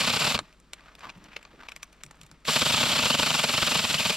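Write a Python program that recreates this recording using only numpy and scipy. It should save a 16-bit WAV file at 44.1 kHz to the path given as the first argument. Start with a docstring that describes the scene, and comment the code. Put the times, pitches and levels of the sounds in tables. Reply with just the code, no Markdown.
"""A whine and a rapid chatter: a small battery chainsaw cuts a wet branch on a stump in open moorland.
The chain rattles on its bar, and the cutters grab about 25 times a second; each grab is an impulsive
load that knocks the branch and brakes the motor. The saw stops, is shifted in the cut with scrapes and
clicks, then starts again. Impacts and friction take their colour from the steel and wood they excite."""
import sys
import numpy as np
from scipy import signal
from scipy.fft import rfft, irfft
from scipy.io import wavfile
from scipy.ndimage import uniform_filter1d

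SR = 44100
rng = np.random.default_rng(int(sys.argv[2]) if len(sys.argv) > 2 else 0)


def waveform_to_disk(signal):
    """Save audio, clipped to [-1, 1], as 16-bit WAV at the path in sys.argv[1]."""
    frames = np.transpose(np.atleast_2d(signal))
    scaled = np.clip(frames, -1, 1) * 32767
    samples = np.round(scaled).astype(np.int16)
    wavfile.write(sys.argv[1], SR, samples)


N = 183612
TIME = np.arange(N) / SR
HZ = np.fft.rfftfreq(4096, 1 / SR)

# Broad spectra of the sources. Each row: frequency in Hz, relative level in dB.
AIR_SPECTRUM = [(20, -8.5), (31, -10), (45, -12), (70, -9.5), (110, -20), (165, -7), (320, -10.5),
                (800, -22), (1300, -17.5), (1700, -22), (4000, -27), (7700, -32.5), (12400, -47),
                (16000, -50)]
SCRAPE_SPECTRUM = [(100, -1.5), (400, -9), (700, -2.5), (1050, 1), (1600, 1), (2800, -2.5), (4500, -10),
                   (6300, -16), (8000, -21.5), (10000, -37), (12500, -24), (16000, -64)]  # sliding bark
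SNAP_SPECTRUM = [(200, -64.5), (1200, 7), (2000, 3.5), (2500, 4.5), (3400, 5.5), (4600, 2.5), (6000, -8),
                 (9000, -12), (16000, -49.5)]  # chain and bark hitting the bar
TICK_SPECTRUM = [(500, -60), (3500, -40), (5500, 4), (7700, 6.5), (9800, -1.5), (12500, -6), (16000, -21.5)]  # bright steel
CHAIN_SPECTRUM = [(60, -41), (250, -27.5), (370, -22), (600, -10), (850, -13), (1250, -7.5), (1830, -8),
                  (2400, -4), (3050, -0.5), (4400, -3.5), (6250, -11.5), (7600, -8), (9500, -18),
                  (12200, -17), (15800, -33)]  # running links
RASP_SPECTRUM = [(300, -61.5), (1400, -18.5), (1850, -7), (2400, 2.5), (3200, 4), (4300, -1), (5200, -4.5),
                 (6300, -13.5), (7200, -15.5), (9300, -19.5), (12200, -22.5), (15800, -51)]  # the bar in a grab
KNOCK_SPECTRUM = [(60, -26.5), (250, -11), (350, -3.5), (560, 0.5), (760, 1), (1100, 4.5), (1500, 3.5),
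                  (1850, -12.5), (2600, -18), (6000, -43.5)]  # the branch
THUMP_SPECTRUM = [(20, -19), (60, -10), (100, -4), (160, -3), (240, -0.5), (330, -18.5), (700, -38.5),
                  (2000, -76)]  # the stump
# Resonances on those spectra. Each row: frequency in Hz, width in Hz, lift in dB (negative for a dip).
BAR_MODES = [(2400, 120, 0.5), (2850, 76, 0.5), (3200, 200, -2.5), (4380, 91, 3.5), (5130, 340, 1.5),
             (6920, 1140, 3.5)]
BRANCH_MODES = [(462.4, 25, 4.4), (608, 120, 6.14), (900, 120, 2.8), (1166, 130, 2.3), (1257, 30.5, 2)]
STUMP_MODES = [(149.8, 34, 9.4), (223, 92, 3.7)]
# Partials of a faint steady hum. Each row: frequency in Hz, level in dB.
HUM_PARTIALS = [(30.5, -67.5), (50, -64), (100, -78), (150, -73.5)]
# The fading echo after the saw stops, then the rustle of the saw being shifted in the cut.
# Each row: time in seconds, level in dB.
ECHO_THEN_RUSTLE = [(.40, -52), (.63, -74), (.8, -59), (1.05, -56), (1.36, -55.5), (1.5, -61),
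                    (1.66, -56.5), (1.88, -63), (2.25, -61), (2.44, -69)]
# Wood in motion. Each row: time in seconds, half length in seconds, level in dB, pitch in Hz.
CREAKS = [(0.786, 0.01, -55, 1820), (0.878, 0.015, -53.5, 1280), (1.045, 0.012, -40.5, 1070),
          (1.076, 0.0095, -44.5, 900), (1.332, 0.01, -49, 2400), (1.611, 0.0076, -47.5, 1490),
          (1.633, 0.0056, -46.5, 1120), (2.112, 0.0022, -46.5, 850)]  # wet wood rubs the bar
ROCKING_BUMPS = [(.355, .008, -35.5, 79.5), (0.404, .014, -46.5, 175), (1.082, 0.014, -54, 193),
                 (1.172, .006, -47.5, 191), (1.242, 0.031, -55, 221), (1.542, 0.0054, -51.5, 364),
                 (1.59, 0.013, -58.5, 380), (2.063, 0.019, -54, 154), (2.226, 0.021, -56, 160),
                 (2.326, .014, -56, 160)]  # the branch rocks on the stump
# Chain, bar and bark click. Each row: time in seconds, half length in seconds, relative level in dB,
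# sharpness from 0 (dull wood) to 1 (bright steel).
CLICK_EVENTS = [(0.366, 0.000618, -31, 0.049), (0.378, 0.00086, -31, 0), (0.3908, 0.00038, -19.5, 0),
                (0.5277, 0.00036, -52, 0.64), (0.601, 0.000385, -62, 0.98), (0.7345, 0.000596, -33, 0.77),
                (0.808, 0.00043, -50, 0), (0.953, 0.000586, -46, 0.68), (0.9937, 0.00073, -57, .85),
                (1.008, 0.00072, -46.5, 0), (1.021, 0.00055, -53, 0), (1.0953, 0.00085, -37, 0.17),
                (1.101, 0.001, -41, 0.49), (1.2417, 0.00085, -54.5, 0.85), (1.3662, 0.0014, -32.5, 0.47),
                (1.429, 0.0004, -45.5, 0.7), (1.452, 0.00066, -42, 0), (1.687, 0.00065, -34, 0.47),
                (1.6925, 0.00044, -39, 0.6), (1.72, 0.00093, -37.5, 0.57), (1.7636, 0.00055, -36, 0.69),
                (1.831, 0.001, -36, 0.78), (1.9294, 0.0015, -56, 0.76), (2.036, 0.00034, -35.5, 0.86),
                (2.052, 0.00049, -64, 1), (2.064, 0.0004, -48, 0.81), (2.1115, 0.00038, -51, 0.91),
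                (2.2146, 0.0008, -45.5, 0.76), (2.234, 0.00094, -53, 0.82), (2.2646, 0.00062, -55, 0.83),
                (2.3144, 0.00054, -46.5, 0.76), (2.4528, 0.0009, -37, 0.58), (3.944, 0.00092, -24.5, 0.42)]
# The trigger is held. Each row: start in seconds, release in seconds, relative level in dB.
TRIGGER_PULLS = [(-.1, 0.345, -30.5), (2.446, 4.3, -30)]
# Motor whine before each grab's braking is subtracted. Each row: time in seconds, frequency in Hz.
WHINE_PITCH = [(0, 3000), (0.35, 2902), (2.48, 3775), (2.6, 4030), (2.8, 3747), (2.95, 3373), (3.4, 3402),
               (3.52, 3147), (3.62, 3344), (3.92, 3427), (4.16, 3327)]
# The cutters grab the wood. Each row: time in seconds, strength in dB against an ordinary grab.
CUTTER_GRABS = [(0.013, -1.5), (0.044, -2), (0.077, 1.5), (0.102, -1), (0.139, -0.5), (0.167, -1),
                (0.207, -2.0), (0.223, -3), (0.248, -1.0), (0.273, 0.5), (0.308, -2), (0.351, 0.5),
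                (2.488, 1), (2.565, 1.5), (2.62, 1), (2.664, 0.5), (2.702, 0.5), (2.743, 1.5), (2.776, 0.0),
                (2.81, 0), (2.834, 1.5), (2.864, -2), (2.898, -1.0), (2.927, -1.0), (2.962, -1),
                (2.99, 0.5), (3.03, -1), (3.062, 0.0), (3.106, 2.5), (3.146, 1), (3.197, 1.0), (3.231, 1.0),
                (3.27, -0.5), (3.308, -0.5), (3.348, 1.0), (3.397, -1), (3.443, 1), (3.495, -2),
                (3.542, -1.0), (3.583, -1), (3.627, 1.5), (3.677, -1), (3.718, -1), (3.755, 1.5),
                (3.793, -0.5), (3.846, -0.5), (3.906, -1.5), (3.945, 0.5), (4.001, -1), (4.059, 1),
                (4.102, 0)]
# The branch's knock as the cut goes on. Each row: time in seconds, level offset in dB.
KNOCK_TREND = [(0, -0.5), (.35, 0), (2.5, 3), (2.75, -1), (3.0, 0.5), (3.45, 1), (3.76, 0), (3.93, -4),
               (4.16, 0.5)]
# Likeness of the two channels. Each row: frequency in Hz, coherence (1 is identical).
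COHERENCE = [(60, 0.97), (640, 0.95), (1400, 0.97), (3100, 0.88), (6800, 0.96), (15000, 0.45)]
# Stereo balance. Each row: frequency in Hz, left minus right in dB.
LEFT_BALANCE = [(60, 1.5), (700, 0), (1290, 0), (2380, 1.5), (4400, 1), (8100, -2.3), (13000, -3.5)]
# Stereo phase. Each row: frequency in Hz, lead of the left channel in radians.
LEFT_LEAD = [(100, 0.019), (1000, -0.27), (2600, -0.51), (5200, -0.46), (6500, -1.64), (7400, -0.92),
             (8400, -0.6), (11000, -0.18), (15000, 0.022)]


def amp(db):
    """Amplitude ratio of a level in decibels."""
    return 10 ** (np.asarray(db) / 20)


def unit_rms(x):
    """Normalisation to rms 1."""
    return x / np.sqrt(np.mean(x ** 2) + 1e-20)


def at_hz(points, hz):
    """Linear interpolation on a log-frequency axis."""
    f, value = np.transpose(points)
    return np.interp(np.log(hz + 1), np.log(f), value)


def envelope(curve):
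    """Gain along a curve of seconds and dB, silent outside it."""
    s, db = np.transpose(curve)
    return amp(np.interp(TIME, s, db)) * (TIME >= s[0]) * (TIME <= s[-1])


def body(spectrum, modes=()):
    """Minimum-phase impulse response of an object with a broad spectrum and a few resonances."""
    db = at_hz(spectrum, HZ) + sum(lift / (1 + (2 * (HZ - hz) / width) ** 2) for hz, width, lift in modes)
    log_gain = np.log(amp(np.concatenate([db, db[-2:0:-1]])))
    return np.fft.ifft(np.exp(np.conj(signal.hilbert(log_gain)))).real


def ring(force, response):
    """Forced vibration: a lasting force convolved with an impulse response, at rms 1."""
    return unit_rms(signal.oaconvolve(force, response)[:N])


def grains(count, per_s, spread_db):
    """Shot noise: tiny impacts of uneven size at random moments."""
    size = amp(spread_db * np.minimum(rng.exponential(1, count), 4)) * rng.choice([-1, 1], count)
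    return unit_rms(size * (rng.random(count) < per_s / SR))


def wander(per_s):
    """Random modulation of rms 1, gliding between per_s values a second."""
    knots = rng.standard_normal(N // 50)
    return unit_rms(np.interp(TIME * per_s, np.arange(len(knots)), knots))


def burst(half_s, per_s, spread_db, lean=0):
    """Shot noise under a Gaussian bell six half lengths long; lean steepens the rise."""
    u = np.arange(-3 * half_s, 3 * half_s, 1 / SR) / half_s
    return grains(len(u), per_s, spread_db) * np.exp(-(u * np.exp(-lean * np.sign(u)) / 2) ** 2)


def add_blow(mix, s, half_s, db, force, response):
    """Transient excitation: mixes in the response to a burst centred on time s."""
    sound = signal.fftconvolve(force, response)
    bell_samples = np.sqrt(2 * np.pi) * half_s * SR
    sound *= amp(db) * np.sqrt(bell_samples / (np.sum(sound ** 2) + 1e-20))  # energy of a bell topping at db
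    start = round((s - len(force) / SR / 2) * SR)
    sound = sound[max(-start, 0):]
    part = mix[max(start, 0):][:len(sound)]
    part += sound[:len(part)]


def air(hiss_db=-62):
    """Superposition: faint broadband noise of open air plus the sinusoids of a low hum."""
    hum = sum(amp(db) * unit_rms(np.sin(2 * np.pi * (hz * TIME + rng.random())))
              for hz, db in HUM_PARTIALS)
    return amp(hiss_db) * ring(rng.standard_normal(N), body(AIR_SPECTRUM)) + hum


def moor(direct, wet_db=-34, t60_s=0.74, delay_s=0.008):
    """Scattering: grass and stumps return a weak tail that decays exponentially."""
    t = np.arange(SR // 2) / SR
    tail = rng.standard_normal(len(t)) * amp(-60 * t / t60_s) * (t > delay_s)
    tail = signal.fftconvolve(tail, body([(200, -5), (3000, -4), (8000, -2), (16000, -3)]))
    return amp(wet_db) * signal.oaconvolve(direct, tail / np.linalg.norm(tail))[:N]


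def handling(creak_lift_db=10, creak_width_hz=450, crumbs_db=-22):
    """Stick-slip friction: bark scrapes and crumbles, the cut creaks; the rocking branch bumps dully."""
    friction = grains(N, per_s=3900, spread_db=2.5) * amp(3.4 * wander(130))
    slips = ring(friction, body(SCRAPE_SPECTRUM, BRANCH_MODES))
    crumbs = ring(grains(N, per_s=90, spread_db=6.5), body(TICK_SPECTRUM))
    # The same noise first serves as the fading echo of the stopped saw.
    out = envelope(ECHO_THEN_RUSTLE) * (slips + amp(crumbs_db) * crumbs)
    for s, half_s, db, hz in CREAKS:
        creak = body(SCRAPE_SPECTRUM, [(hz, creak_width_hz, creak_lift_db)])
        add_blow(out, s, half_s, db, burst(half_s, per_s=1500, spread_db=4.5), creak)
    for s, half_s, db, hz in ROCKING_BUMPS:
        dull = body([(hz / 4, -20), (hz, 0), (hz * 2, -15), (hz * 10, -50)])
        add_blow(out, s, half_s, db, burst(half_s, per_s=2000, spread_db=-0.5), dull)
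    return out


def clicks(crack=5, rattle_gain=0.13, rattle_s=0.0062, crackle_db=-17, crackle_stretch=3):
    """Impact excitation: slack chain and dry bark snap on the bar with a crack, crackle and rattle."""
    out, t = np.zeros(N), np.arange(1200) / SR
    # Each row: response, then its level offsets in dB at sharpness 0 and at sharpness 1.
    parts = [(body(SNAP_SPECTRUM, BAR_MODES + [(2390, 740, 7.9)]), 3, 3),
             (body(TICK_SPECTRUM), -39.5, 12),
             (body(KNOCK_SPECTRUM, BRANCH_MODES), -0.5, -9.5)]
    for s, half_s, click_db, sharpness in CLICK_EVENTS:
        snap = burst(half_s, per_s=20000, spread_db=3)
        snap[len(snap) // 2] += crack
        crackle = burst(half_s * crackle_stretch, per_s=7300, spread_db=0.5)
        for response, dull_db, sharp_db in parts:
            db = click_db + dull_db * (1 - sharpness) + sharp_db * sharpness
            rebounds = rng.standard_normal(len(t)) * (rng.random(len(t)) < 0.1)
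            rattle = rattle_gain * rebounds * np.exp(-t / rattle_s)
            add_blow(out, s, half_s, db, snap, signal.fftconvolve(response, (t == 0) + rattle))
            add_blow(out, s, half_s * crackle_stretch, db + crackle_db, crackle, response)
    return out


def throttle(spin_up_s=0.056, braking_db_per_s=620):
    """Attack and decay: the chain's gain rises linearly on a pull and dies exponentially on release."""
    return sum(amp(db - braking_db_per_s * np.maximum(TIME - stop, 0))
               * np.clip((TIME - start) / spin_up_s, 0, 1) for start, stop, db in TRIGGER_PULLS)


def motor_speed(recovery_hz_per_s=26000, braking_s=0.0087, longest_recovery_s=0.034):
    """Load and recovery: a grab brakes the motor, which speeds up again. Returns whine and sag in Hz."""
    grab_times = np.array([s for s, _ in CUTTER_GRABS] + [N / SR + 0.0152])  # one more past the end
    until_grab = grab_times[np.searchsorted(grab_times, TIME)] - TIME
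    sag_hz = recovery_hz_per_s * np.minimum(until_grab, longest_recovery_s)
    sag_hz = uniform_filter1d(sag_hz, round(braking_s * SR))
    return np.interp(TIME, *np.transpose(WHINE_PITCH)) - sag_hz, sag_hz


def chain(whine_db=-1.8, overtone_db=-15, rough_db=4.5, flutter=0.0099, choke_db_per_hz=0.004,
          clatter_db=2.34, link_depth=0.18, shake_db=-17, usual_hz=2930, db_per_octave=6.5):
    """Forced vibration: the gears whine, links clatter along the steel bar, and drag shakes the stump."""
    whine_hz, sag_hz = motor_speed()
    pull = throttle()
    drive = pull * amp(db_per_octave * np.log2(whine_hz / usual_hz))  # a faster chain is louder
    phase = 2 * np.pi * np.cumsum(whine_hz * (1 + flutter * wander(300))) / SR
    tone = np.sin(phase) + amp(overtone_db) * np.sin(2 * phase)
    whine = unit_rms(tone * amp(rough_db * wander(160)))
    whine *= amp(-choke_db_per_hz * sag_hz)  # fades under load
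    whine *= np.minimum(pull / amp(-30), 1)  # and while the saw starts and stops
    link_pulse = 1 + link_depth * np.cos(phase / 6)  # one link to six cycles of the whine
    impacts = grains(N, per_s=16000, spread_db=2) * link_pulse * amp(1.8 * wander(170))
    clatter = ring(impacts, body(CHAIN_SPECTRUM, BAR_MODES + BRANCH_MODES))
    shake = ring(grains(N, per_s=720, spread_db=2), body(THUMP_SPECTRUM, STUMP_MODES))
    return drive * (amp(whine_db) * whine + amp(clatter_db) * clatter + amp(shake_db) * shake)


def bites(rasp_db=-23, knock_db=-27, thump_db=-32, knock_lag_s=0.00061, thump_lag_s=0.00087,
          cutter_hz=240, fade_cycles=0.92):
    """Resonance: in each grab a few cutters tear fibres, and that one force rings bar, branch and stump."""
    out = np.zeros(N)
    bar = body(RASP_SPECTRUM, BAR_MODES)
    branch = body(KNOCK_SPECTRUM, BRANCH_MODES)
    stump = body(THUMP_SPECTRUM, STUMP_MODES)
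    for s, strength_db in CUTTER_GRABS:
        half_s = 0.0047 * amp(-1.05 * strength_db)  # a harder grab is over sooner
        tear = burst(half_s, per_s=5000, spread_db=3, lean=0.12)
        strike_hz = cutter_hz * amp(rng.normal(0, 2))
        cycles_since_strike = (np.arange(len(tear)) / SR * strike_hz + rng.random()) % 1
        tear *= np.exp(-cycles_since_strike / fade_cycles)
        trend_db = np.interp(s, *np.transpose(KNOCK_TREND))
        # Extra strength shakes the wood more than the bar.
        add_blow(out, s, half_s, rasp_db + strength_db, tear, bar)
        add_blow(out, s + knock_lag_s, half_s, knock_db + trend_db + 1.48 * strength_db, tear, branch)
        add_blow(out, s + thump_lag_s, half_s, thump_db + 2 * strength_db, tear, stump)
    return out


def sawing():
    """Superposition of the saw's direct sound, its scattered tail and the open air."""
    direct = chain() + bites() + clicks() + handling()
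    return direct + moor(direct) + air()


def scene():
    """Partial coherence: left and right share most of the sound but differ in the scattered treble."""
    hz = np.fft.rfftfreq(N, 1 / SR)
    coherence, side = at_hz(COHERENCE, hz), np.array([[1], [-1]])
    shared = np.sqrt((1 + coherence) / 2) * rfft(sawing())
    opposed = np.sqrt((1 - coherence) / 2) * rfft(sawing())
    balance = amp(side * at_hz(LEFT_BALANCE, hz) / 2)
    phase_shift = np.exp(0.5j * side * at_hz(LEFT_LEAD, hz))
    return irfft((shared + side * opposed) * balance * phase_shift, N)


def record(dry, gain_db=-0.5, cutoff_hz=16000):
    """Band limiting: a linear-phase low-pass filter and a fixed gain."""
    low_pass = signal.firwin(511, cutoff_hz, window=("kaiser", 9), fs=SR)
    return amp(gain_db) * signal.oaconvolve(dry, low_pass[None], "same")


dry = scene()
out = record(dry)
waveform_to_disk(out)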